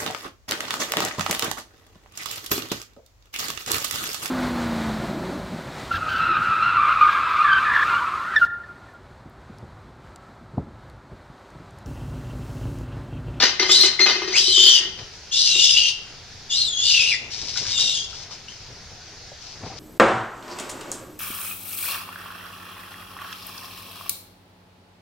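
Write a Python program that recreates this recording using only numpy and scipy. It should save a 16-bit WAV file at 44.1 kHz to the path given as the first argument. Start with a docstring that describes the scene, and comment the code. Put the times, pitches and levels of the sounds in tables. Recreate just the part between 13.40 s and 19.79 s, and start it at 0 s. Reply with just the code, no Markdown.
"""A sheet-metal object to the left is knocked, scraped and squeaks: sums of dying modes, rubbing noise, tones.
Over it and after it a young monkey squeals five times and chirps once among trees: two whistle-like
vibrations in its throat, with overtones and a sum tone, break into rasp made of shaped noise.
Later feet rustle dry leaves (random grains) and thud (short decaying tones).
Behind it all lie a far insect hiss and a low rumble of air, both coloured noise."""
import sys
import numpy as np
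from scipy import signal
from scipy.fft import rfft, irfft
from scipy.io import wavfile
from scipy.ndimage import uniform_filter1d

SR = 44100
rng = np.random.default_rng(int(sys.argv[2]) if len(sys.argv) > 2 else 0)


def nominal_scale(level):
    """Amplitude ratio for a level in decibels (scalar or array-like)."""
    x = np.asarray(level, float) / 20
    return 10 ** x


def master_out(mix):
    """Clip the mix to full scale and print it as 16-bit PCM to the path in sys.argv[1]."""
    frames = np.transpose(np.atleast_2d(mix))
    ceiling = np.clip(frames, -1, 1)
    pcm = np.round(ceiling * 32767).astype(np.int16)
    wavfile.write(sys.argv[1], SR, pcm)


N = 281797  # length [samples]


def evened(x):
    """Normalization: scales to rms 1."""
    return x / np.sqrt(np.mean(x ** 2) + 1e-20)


def read(points, hz):
    """Interpolation of a table on a logarithmic frequency axis."""
    table_hz, value = np.transpose(points)
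    return np.interp(np.log(hz + 1), np.log(table_hz + 1), value)


def coloured(x, spectrum):
    """Linear filtering: multiplies the sound's spectrum by a table (frequency [Hz], level [dB]); rms 1."""
    gain = nominal_scale(read(spectrum, np.fft.rfftfreq(len(x), 1 / SR)))
    return evened(irfft(rfft(x) * gain, len(x)))


def wobble(length, hz):
    """Low-pass random process of rms 1: noise through two equal poles at hz."""
    pole = np.exp(-2 * np.pi * hz / SR)
    return evened(signal.lfilter([1], np.convolve([1, -pole], [1, -pole]), rng.standard_normal(length)))


def played(rows):
    """Linear interpolation: start sample and the columns of a curve, sample by sample."""
    s, *columns = np.transpose(rows)
    t = np.arange(max(s[0], 0), s[-1], 1 / SR)
    return round(t[0] * SR), [np.interp(t, s, column) for column in columns]


def strokes(rows, rise_s, fall_db_per_s):
    """Exponential decay: strokes rise, hold and die away; their powers add. 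Start sample and gain."""
    s, hold, db = np.transpose(rows)[:, :, None]
    end = (s + hold).max() + rise_s + 40 / fall_db_per_s
    t = np.arange(max(s.min(), 0), end, 1 / SR)
    rise = np.clip((t - s) / rise_s, 0, 1)
    each = rise * nominal_scale(db - fall_db_per_s * np.maximum(t - s - rise_s - hold, 0))
    return round(t[0] * SR), np.sqrt((each ** 2).sum(0))


def add(mix, start, sound):
    """Superposition: adds a sound from a start sample on."""
    part = mix[..., start:start + sound.shape[-1]]
    part += sound[..., :part.shape[-1]]


def sided(x, side_db):
    """Level difference between the ears: left exceeds right by side_db."""
    return np.array([x * nominal_scale(side_db / 2), x * nominal_scale(-side_db / 2)])


def fold(hz, jitter, flutter_db):
    """Self-sustained vibration, unsteady in pitch and strength: phase [rad] and amplitude."""
    turns = np.cumsum(hz * (1 + jitter * wobble(len(hz), 490))) / SR
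    return 2 * np.pi * turns, np.sqrt(2) * nominal_scale(flutter_db * wobble(len(hz), 112))


# throat resonances that band the rasp: (frequency [Hz], width [Hz], lift [dB])
THROAT = [(2850, 74, -1), (3200, 570, 10), (4690, 440, 4.5), (5360, 940, 4), (6040, 230, 4),
          (6900, 99, -44)]


def banded(x):
    """Resonance: the throat lifts or cuts bands of the rasp, and random streaks drift over it."""
    hz, _, z = signal.stft(x, SR, nperseg=512, noverlap=384)
    lift_db = sum(db / (1 + (2 * (hz - centre) / width) ** 2) for centre, width, db in THROAT)
    streaks = rng.standard_normal(z.T.shape).T
    streaks = uniform_filter1d(uniform_filter1d(streaks, 3, axis=0), 16, axis=1)
    z = z * nominal_scale(lift_db[:, None] + 3.5 * evened(streaks))
    return evened(signal.istft(z, nperseg=512, noverlap=384)[1][:len(x)])


# mean pitch of the lower vibration: (time [s], frequency [Hz])
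LOWER_PITCH = [(0.259, 2985), (.95, 2750), (1.14, 3186), (1.301, 3126), (1.39, 2927), (1.9, 2850),
               (2.5, 2794), (3.12, 2820), (3.51, 2866), (3.6, 2605), (3.7, 2787), (3.745, 1962),
               (4.31, 2864), (4.66, 2784)]
# strength of an overtone against its fundamental: (frequency [Hz], level [dB])
MOUTH = [(5000, -8), (6800, -5), (7500, -9), (8300, -23), (10000, -30), (11500, -35), (13000, -55)]
# spectrum of the rasp before the throat resonances: (frequency [Hz], level [dB per Hz])
RASP = [(1500, -28.5), (2300, -17.5), (2650, -17.5), (3600, 2), (5000, 5), (6200, 1), (7800, -8),
        (9000, -15), (11000, -23.5), (13000, -65), (15500, -81)]


def squeal(rows):
    """Biphonation: two vibrations and their sum tone share the effort; tearing turns them into lumpy rasp."""
    start, (hz, effort_db, share, torn) = played(rows)
    length = len(hz)
    share, torn = np.clip([share, torn], 0, 1)
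    waver = 0.014  # share of the pitch
    hz = hz * (1 + waver * wobble(length, 30))
    low_hz = np.interp((start + np.arange(length)) / SR, *np.transpose(LOWER_PITCH))
    low_hz = low_hz * (1 + waver * wobble(length, 40))
    # jitter is a share of the pitch; tearing adds to it, most where the lower vibration leads
    phase, size = fold(hz, 0.01 + 0.033 * torn ** 2, 2.5 + 1.5 * torn)
    low_phase, low_size = fold(low_hz, 0.008 + 0.03 * share * torn, 2.5 + 2.5 * torn)
    size = size * np.sqrt(1 - share ** 2)
    low_size = low_size * share
    overtones = sum(nominal_scale(read(MOUTH, k * hz)) * np.sin(k * phase) for k in (2, 3))
    upper = size * (np.sin(phase) + overtones)
    lower = low_size * np.sin(low_phase)
    sum_size = nominal_scale(read(MOUTH, hz + low_hz) - 8) * np.sqrt(size * low_size)
    tones = upper + lower + sum_size * np.sin(phase + low_phase)
    lumps = nominal_scale(2.6 * wobble(length, 150))
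    rasp = banded(coloured(rng.standard_normal(length) * lumps, RASP))
    voice = nominal_scale(effort_db) * (np.sqrt(1 - torn ** 2) * tones + torn * rasp)
    return start, voice * signal.windows.tukey(length, 0.06)


# five squeals and a chirp, one curve each: (time [s], mean upper pitch [Hz], effort [dB],
# share of the lower vibration [0-1], share torn into rasp [0-1])
SQUEALS = [
    [(.26, 2920, -43, 0.46, 0.55), (.314, 3620, -15, .1, 0.89), (.35, 3845, -16, 0.2, 0.77),
     (.42, 4119, -14, 0, 0.6), (.466, 3946, -14, 0.42, 0.88), (.49, 3780, -42, .2, 0.3)],
    [(.93, 1830, -31, .05, 0), (.954, 2433, -21.5, 0.2, 0.37), (.978, 2956, -16, 0.34, 0.91),
     (1.018, 3827, -19.5, 0.22, 0.93), (1.112, 4150, -20.5, .4, 0.65), (1.146, 3585, -17, 0.82, 0.54),
     (1.23, 3500, -13.5, 0.88, 0.67), (1.326, 3533, -14.5, 0.9, 0.73), (1.385, 3218, -18.5, .97, 0.74),
     (1.41, 3160, -31, 0.9, 0.8)],
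    [(1.905, 3116, -38, 0.9, 0.2), (1.93, 3500, -23, .15, 0.74), (1.96, 3650, -18.5, 0.25, 0.92),
     (2.07, 4210, -18.5, 0.4, 0.91), (2.16, 3650, -20.5, 0.55, 0.57), (2.248, 3450, -15, 0.73, 0.89),
     (2.328, 3490, -20, 0.8, .95), (2.386, 3250, -17, 1, 0.51), (2.5, 3210, -24.5, 0.68, 0.86),
     (2.53, 3220, -36, 0.61, 0.8)],
    [(3.09, 3577, -32, .1, 0), (3.115, 3400, -24.5, 0.4, 0.66), (3.2, 4290, -21.5, .1, 0.68),
     (3.266, 3717, -24, 0.06, 0.32), (3.304, 3400, -30.5, 0, 0.1), (3.35, 3240, -30, .02, 0),
     (3.4, 3397, -25, 0.16, 0.46), (3.496, 3730, -17.5, 0.72, 0.89), (3.525, 3600, -17.5, 0.96, 0.75),
     (3.7, 3600, -21.5, 0.99, 0.79), (3.744, 3530, -25.5, 1, 0.78), (3.77, 3600, -41, 0.5, 1)],
    [(4.31, 3606, -39, 0.1, 0.55), (4.37, 3630, -22.5, 0.34, 0.32), (4.39, 3700, -19.5, 0.25, 0.78),
     (4.422, 3816, -23, 0.42, 0.8), (4.504, 3730, -24, 0.31, 0.83), (4.574, 3223, -25, 0.28, 0.78),
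     (4.61, 3300, -33, 0, 0.46), (4.66, 3372, -35, 0, 0.72)],
    [(5.083, 2770, -38, 0.3, 0.2), (5.1, 3280, -47, 0, 0.4), (5.125, 2970, -50, .1, 0.8)],
]


def monkey():
    """Superposition of the calls; a level difference places the young one left of the microphone."""
    out = np.zeros(N)
    for rows in SQUEALS:
        add(out, *squeal(rows))
    return sided(out, 4.5)


def mode(hz, db, t60):
    """Damped oscillation: one mode, 60 dB down after t60 seconds."""
    t = np.arange(SR // 2) / SR
    return nominal_scale(db - 60 * t / t60) * np.sin(2 * np.pi * hz * t)


# modes of the metal sheet:
# (frequency [Hz], level when knocked [dB], level when scraped [dB], undamped 60 dB decay time [s])
METAL_MODES = [(339.7, -9, -5, 0.16), (375.3, 1, 0, 0.28), (405, 3, -7, 0.066), (1197, 2.5, -2.5, 0.021),
               (1503, -19, -19, 0.4), (1874, -28, -0.5, 0.37), (2079, -2.5, 4.5, 0.15),
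               (2540, -10, -10, 0.16), (2930, -8, -7, 0.12), (3118, -8, -5, 0.27), (3990, -18, -40, 0.11),
               (4430, -31, -34, 0.22), (4700, -26, -32, 0.09), (4910, -29, 7.5, 0.17),
               (5520, -20, -14, 0.2), (5890, -28, 8, 0.13)]


def ringing(drive, high):
    """Modal response: a force convolved with the ring of the modes above 500 Hz, or of those below."""
    ring = sum(mode(hz, db, t60) for hz, db, _, t60 in METAL_MODES if (hz > 500) == high)
    return signal.oaconvolve(drive, ring)[:N]


def rubbed(grit):
    """Contact damping: rubbing cuts the decay times to a third and favours now one mode, now another."""
    out = 0
    for hz, _, db, t60 in METAL_MODES[3:]:
        favour = nominal_scale(3.5 * wobble(len(grit), 12))
        out = out + signal.oaconvolve(grit * favour, mode(hz, db, t60 / 3))
    return out


# knocks on the sheet: (time [s], relative strength [dB], brightness [dB])
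KNOCKS = [(0.03, -25, -38), (0.129, -43.5, -2), (0.197, -19, -21), (0.227, -30, -4), (0.294, -22, -12),
          (0.376, -27, -33), (0.436, -18, -19.5), (0.464, -28, -22), (0.498, -40, -32), (0.529, -42, -7),
          (0.596, -19, -23), (0.664, -23.5, -3.5), (0.756, -24.5, -12), (0.819, -21.5, -17.5),
          (0.875, -23, -32), (0.999, -31, -22), (1.078, -24, -35), (1.106, -35, -16.5),
          (1.175, -24.5, -22.5), (1.235, -25, -38), (1.284, -35, -20), (1.401, -36, -16),
          (1.451, -32.5, -16), (2.153, -32, -22)]


def knocks():
    """Impact excitation: a soft push drives the low modes, a short noise burst the high ones."""
    dull, bright = np.zeros((2, N))
    t = np.arange(SR // 50) / SR
    # a soft blow that lasts a few swings
    push = evened(signal.windows.hann(len(t)) * np.sin(2 * np.pi * 370 * t)) * np.exp(-t / 0.0074)
    for s, db, bright_db in KNOCKS:
        burst = rng.standard_normal(len(t)) * np.exp(-t / 0.0013)
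        add(dull, round(s * SR) - 150, nominal_scale(db - 46) * push)
        add(bright, round(s * SR), nominal_scale(db + bright_db) * burst)
    return ringing(dull, False) + ringing(bright, True)


# scrapes along the sheet: (start [s], hold [s], relative level [dB])
SCRAPES = [(0, 0.04, -25), (.195, 0.025, -29.5), (.292, .04, -36), (.378, 0.016, -34), (.434, 0.014, -31.5),
           (.592, 0.014, -30), (.655, 0.04, -28), (.752, 0.034, -42), (.82, 0.018, -41.5),
           (.875, 0.0072, -35.5), (.92, 0.044, -35.5), (1.175, 0.25, -43), (1.57, 0.021, -51.5)]
# hiss of the scrape: (frequency [Hz], level [dB per Hz])
SCRAPE_HISS = [(300, -14), (700, -15), (1700, -10), (4800, -1), (6300, -7), (8500, -29), (11000, -44),
               (15000, -66)]


def scrapes():
    """Friction noise: gritty contact rings the damped sheet and hisses."""
    out = np.zeros(N)
    start, level = strokes(SCRAPES, rise_s=0.0027, fall_db_per_s=193)
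    grit = rng.standard_normal(len(level)) * nominal_scale(2.55 * wobble(len(level), 110))
    add(out, start, rubbed(nominal_scale(-32) * level * grit))
    add(out, start, nominal_scale(8) * level * coloured(grit, SCRAPE_HISS))
    return out


# squeaks of a sticking joint: (start [s], hold [s], level [dB], second harmonic level [dB])
SQUEAKS = [(0.192, 0.027, -20.5, -30.5), (0.45, 0.015, -27.5, -28.5), (0.59, 0.019, -19.5, -13.5)]


def squeaks():
    """Stick-slip: a sticking metal joint locks to a mode of the sheet, which rings on after it."""
    out = np.zeros(N)
    rise_s, overtone_lag_s = 0.003, 0.015
    for s, hold, db, second_db in SQUEAKS:
        start, level = strokes([(s, hold, db)], rise_s, fall_db_per_s=700)
        # the overtones break in late and linger
        late, second = strokes([(s + overtone_lag_s, hold, second_db)], rise_s, fall_db_per_s=260)
        second = np.pad(second, (late - start, 0))
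        level = np.pad(level, (0, len(second)))[:len(second)]
        phase, size = fold(np.full(len(level), 2080.5), jitter=0.009, flutter_db=2.5)
        overtones = np.sin(2 * phase) + nominal_scale(-16) * np.sin(3 * phase)
        add(out, start, size * (level * np.sin(phase) + second * overtones))
    return out + ringing(nominal_scale(-66) * out, True)


def metal():
    """Superposition of knocks, scrapes and squeaks, high-passed at 230 Hz and set to the left."""
    high_pass = signal.butter(3, 230, "high", fs=SR, output="sos")
    return sided(signal.sosfilt(high_pass, knocks() + scrapes() + squeaks()), 4.76)


# feet in dry leaves: (start [s], hold [s], level [dB])
RUSTLES = [(1.72, 0.015, -46), (3.9, 0.026, -32), (3.96, 0.1, -35), (4.07, 0.011, -31.5), (4.12, 0.03, -34),
           (4.158, 0.0036, -23.5), (4.2, 0.071, -32.5), (4.26, 0.052, -27.5), (4.38, .03, -29.5),
           (4.68, 0.13, -41), (4.9, 0.012, -39.5), (5.085, .05, -48), (5.185, 0.035, -53),
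           (6.0, 0.12, -46.5), (6.24, .03, -46), (6.36, .03, -41)]
# spectrum of the leaves: (frequency [Hz], level [dB per Hz])
LEAF = [(120, -19), (200, -21), (613, -27), (833, -13), (1260, -16), (1430, -14.5), (1810, -10.5),
        (5550, 7), (8720, -19), (15000, -61)]


def rustles():
    """Shot noise: about 5000 random grains a second, of unequal size, crackle like dry leaves."""
    out = np.zeros((2, N))
    start, level = strokes(RUSTLES, rise_s=0.02, fall_db_per_s=350)
    size = nominal_scale(2.76 * np.minimum(rng.exponential(1, len(level)), 4))
    grains = size * (rng.random(len(level)) < 5000 / SR)
    crackle = coloured(grains * rng.standard_normal(len(level)), LEAF)
    add(out, start, sided(level * crackle, 6.5))
    return out


# soft thuds of feet on wood and stone: (time [s], level [dB], mean pitch [Hz])
THUDS = [(4.158, -25, 1420), (4.252, -27.5, 1590), (4.382, -29.5, 1350), (4.728, -32, 1335),
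         (4.909, -32.5, 1150), (5.917, -29.5, 584), (6.25, -33, 760), (6.3, -29, 756)]


def thuds():
    """Damped oscillation: short tones of unsteady pitch, 60 dB down in 31 ms."""
    out = np.zeros((2, N))
    t = np.arange(SR // 10) / SR
    for s, db, hz in THUDS:
        phase, _ = fold(np.full(len(t), hz), jitter=0.16, flutter_db=0)
        envelope = nominal_scale(db - 60 * t / 0.031) * np.minimum(t / 0.0028, 1)
        add(out, round(s * SR), sided(envelope * np.sin(phase), 1.5))
    return out


# phase by which the left microphone port leads: (frequency [Hz], lead [rad])
PORTS = [(0, -1), (3600, 0.56), (5600, 4), (6200, 4.5), (11900, 1)]
# echoes from ground and trunks: (delay [s], left level [dB], right level [dB])
ECHOES = [(.0013, -14, -22.5), (.004, -13, -10.5), (.009, -8.5, -11), (.017, -17, -8), (0.027, -16, -17.5)]
# decay of the scattered tail: (frequency [Hz], 60 dB decay time [s])
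TREES = [(400, 0.59), (3000, 0.56), (8000, 0.31)]
# spectrum of the tail, for trunks throw back little bass: (frequency [Hz], level [dB])
SCATTER = [(400, 1), (1500, 6), (4000, 5.5)]


def among_trees(x):
    """Reflection and scattering: direct sound at two ports, near echoes and a decaying tail from the trunks."""
    lead = read(PORTS, np.fft.rfftfreq(2 * N, 1 / SR))
    left = irfft(rfft(x[0], 2 * N) * np.exp(1j * lead))[:N]
    out = np.array([left, x[1]])
    for s, *db in ECHOES:
        add(out, round(s * SR), x * nominal_scale(db)[:, None])
    # one tap of random sign in every 20 samples
    taps = np.zeros((2, SR))
    at = np.arange(500, SR - 20, 20) + rng.integers(0, 20, (2, (SR - 501) // 20))
    np.put_along_axis(taps, at, rng.choice([-1., 1.], at.shape), 1)
    hz, t, z = signal.stft(taps, SR, nperseg=256)
    tail_db = read(SCATTER, hz)[:, None] - 60 * t / read(TREES, hz)[:, None]
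    tail = signal.istft(z * nominal_scale(tail_db), SR, nperseg=256)[1]
    scattered = signal.fftconvolve(x, tail / np.linalg.norm(tail[0]), axes=1)[:, :N]
    return nominal_scale(0.5) * out + nominal_scale(-8) * scattered


# spectrum of far insects and air: (frequency [Hz], level [dB per Hz])
WOODS = [(24, -13), (40, -3.5), (101, -1.5), (340, -21), (389, -11), (615, -20.5), (704, -13),
         (1170, -19.5), (1340, -14.5), (3180, -16.5), (4880, -9.5), (6100, -12), (8150, -32),
         (11000, -38.5), (15500, -42)]
# likeness of left and right: (frequency [Hz], correlation [-1 to 1])
SAME = [(40, 0.9), (180, 0.76), (550, 0.75), (1650, 0.77), (4970, 0.4), (15000, -0.67)]
# level of left over right: (frequency [Hz], difference [dB])
LEAN = [(60, 1), (950, 2), (15000, -0.5)]


def woods():
    """Diffuse field: far insects and moving air as partly correlated noise with faint drifting patches."""
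    frames, hz = N // 256 + 5, np.fft.rfftfreq(1024, 1 / SR)
    a, b, c, d, patches = rng.standard_normal((frames, 513, 5)).T
    patches = evened(uniform_filter1d(uniform_filter1d(patches, 14, axis=0), 16, axis=1))
    same = np.clip(read(SAME, hz), -1, 1)[:, None]
    left = a + 1j * b
    right = same * left + np.sqrt(1 - same ** 2) * (c + 1j * d)
    gain = nominal_scale(read(WOODS, hz)[:, None] + 1.4 * patches)
    z = np.array([left, right]) * sided(gain, read(LEAN, hz)[:, None])
    return nominal_scale(-42.5) * evened(signal.istft(z, nperseg=1024, noverlap=768)[1][:, :N])


# swells of moving air and shifting bodies: (start [s], hold [s], level [dB])
SWELLS = [(1.45, .15, -58), (2.08, .1, -57), (3.6, .2, -55.5), (3.93, 0.37, -51), (4.36, .05, -46),
          (4.75, 0.21, -60), (5.26, 0.037, -56), (6.2, 0.088, -43.5)]
# spectrum of the rumble: (frequency [Hz], level [dB per Hz])
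RUMBLE_TONE = [(24, -41), (40, -12), (119, 2), (196, -7.5), (436, -6.5), (850, -11), (1300, -18),
               (2500, -21), (3250, -50), (5500, -120)]


def rumble():
    """Amplitude-modulated noise: a lumpy low rumble close to the microphone, steady with swells."""
    level = np.full(N, nominal_scale(-57))
    add(level, *strokes(SWELLS, rise_s=0.02, fall_db_per_s=98))
    lumps = level * nominal_scale(3.24 * wobble(N, 22))
    return sided(lumps * coloured(rng.standard_normal(N), RUMBLE_TONE), 2.5)


def scene():
    """Superposition: the near sources sound among the trees, over woods and rumble."""
    near = monkey() + metal() + rustles() + thuds()
    return among_trees(near) + woods() + rumble()


def roll_off(x):
    """The treble ends steeply here."""
    return signal.sosfilt(signal.butter(12, 15690, fs=SR, output="sos"), x)


def record(dry):
    """Saturation: the loudest peaks flatten against the input's limit, spraying treble."""
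    ceiling = 0.93  # of full scale
    limited = dry / (1 + abs(dry / ceiling) ** 6) ** (1 / 6)
    return roll_off(limited)


dry = scene()
out = record(dry)
master_out(out)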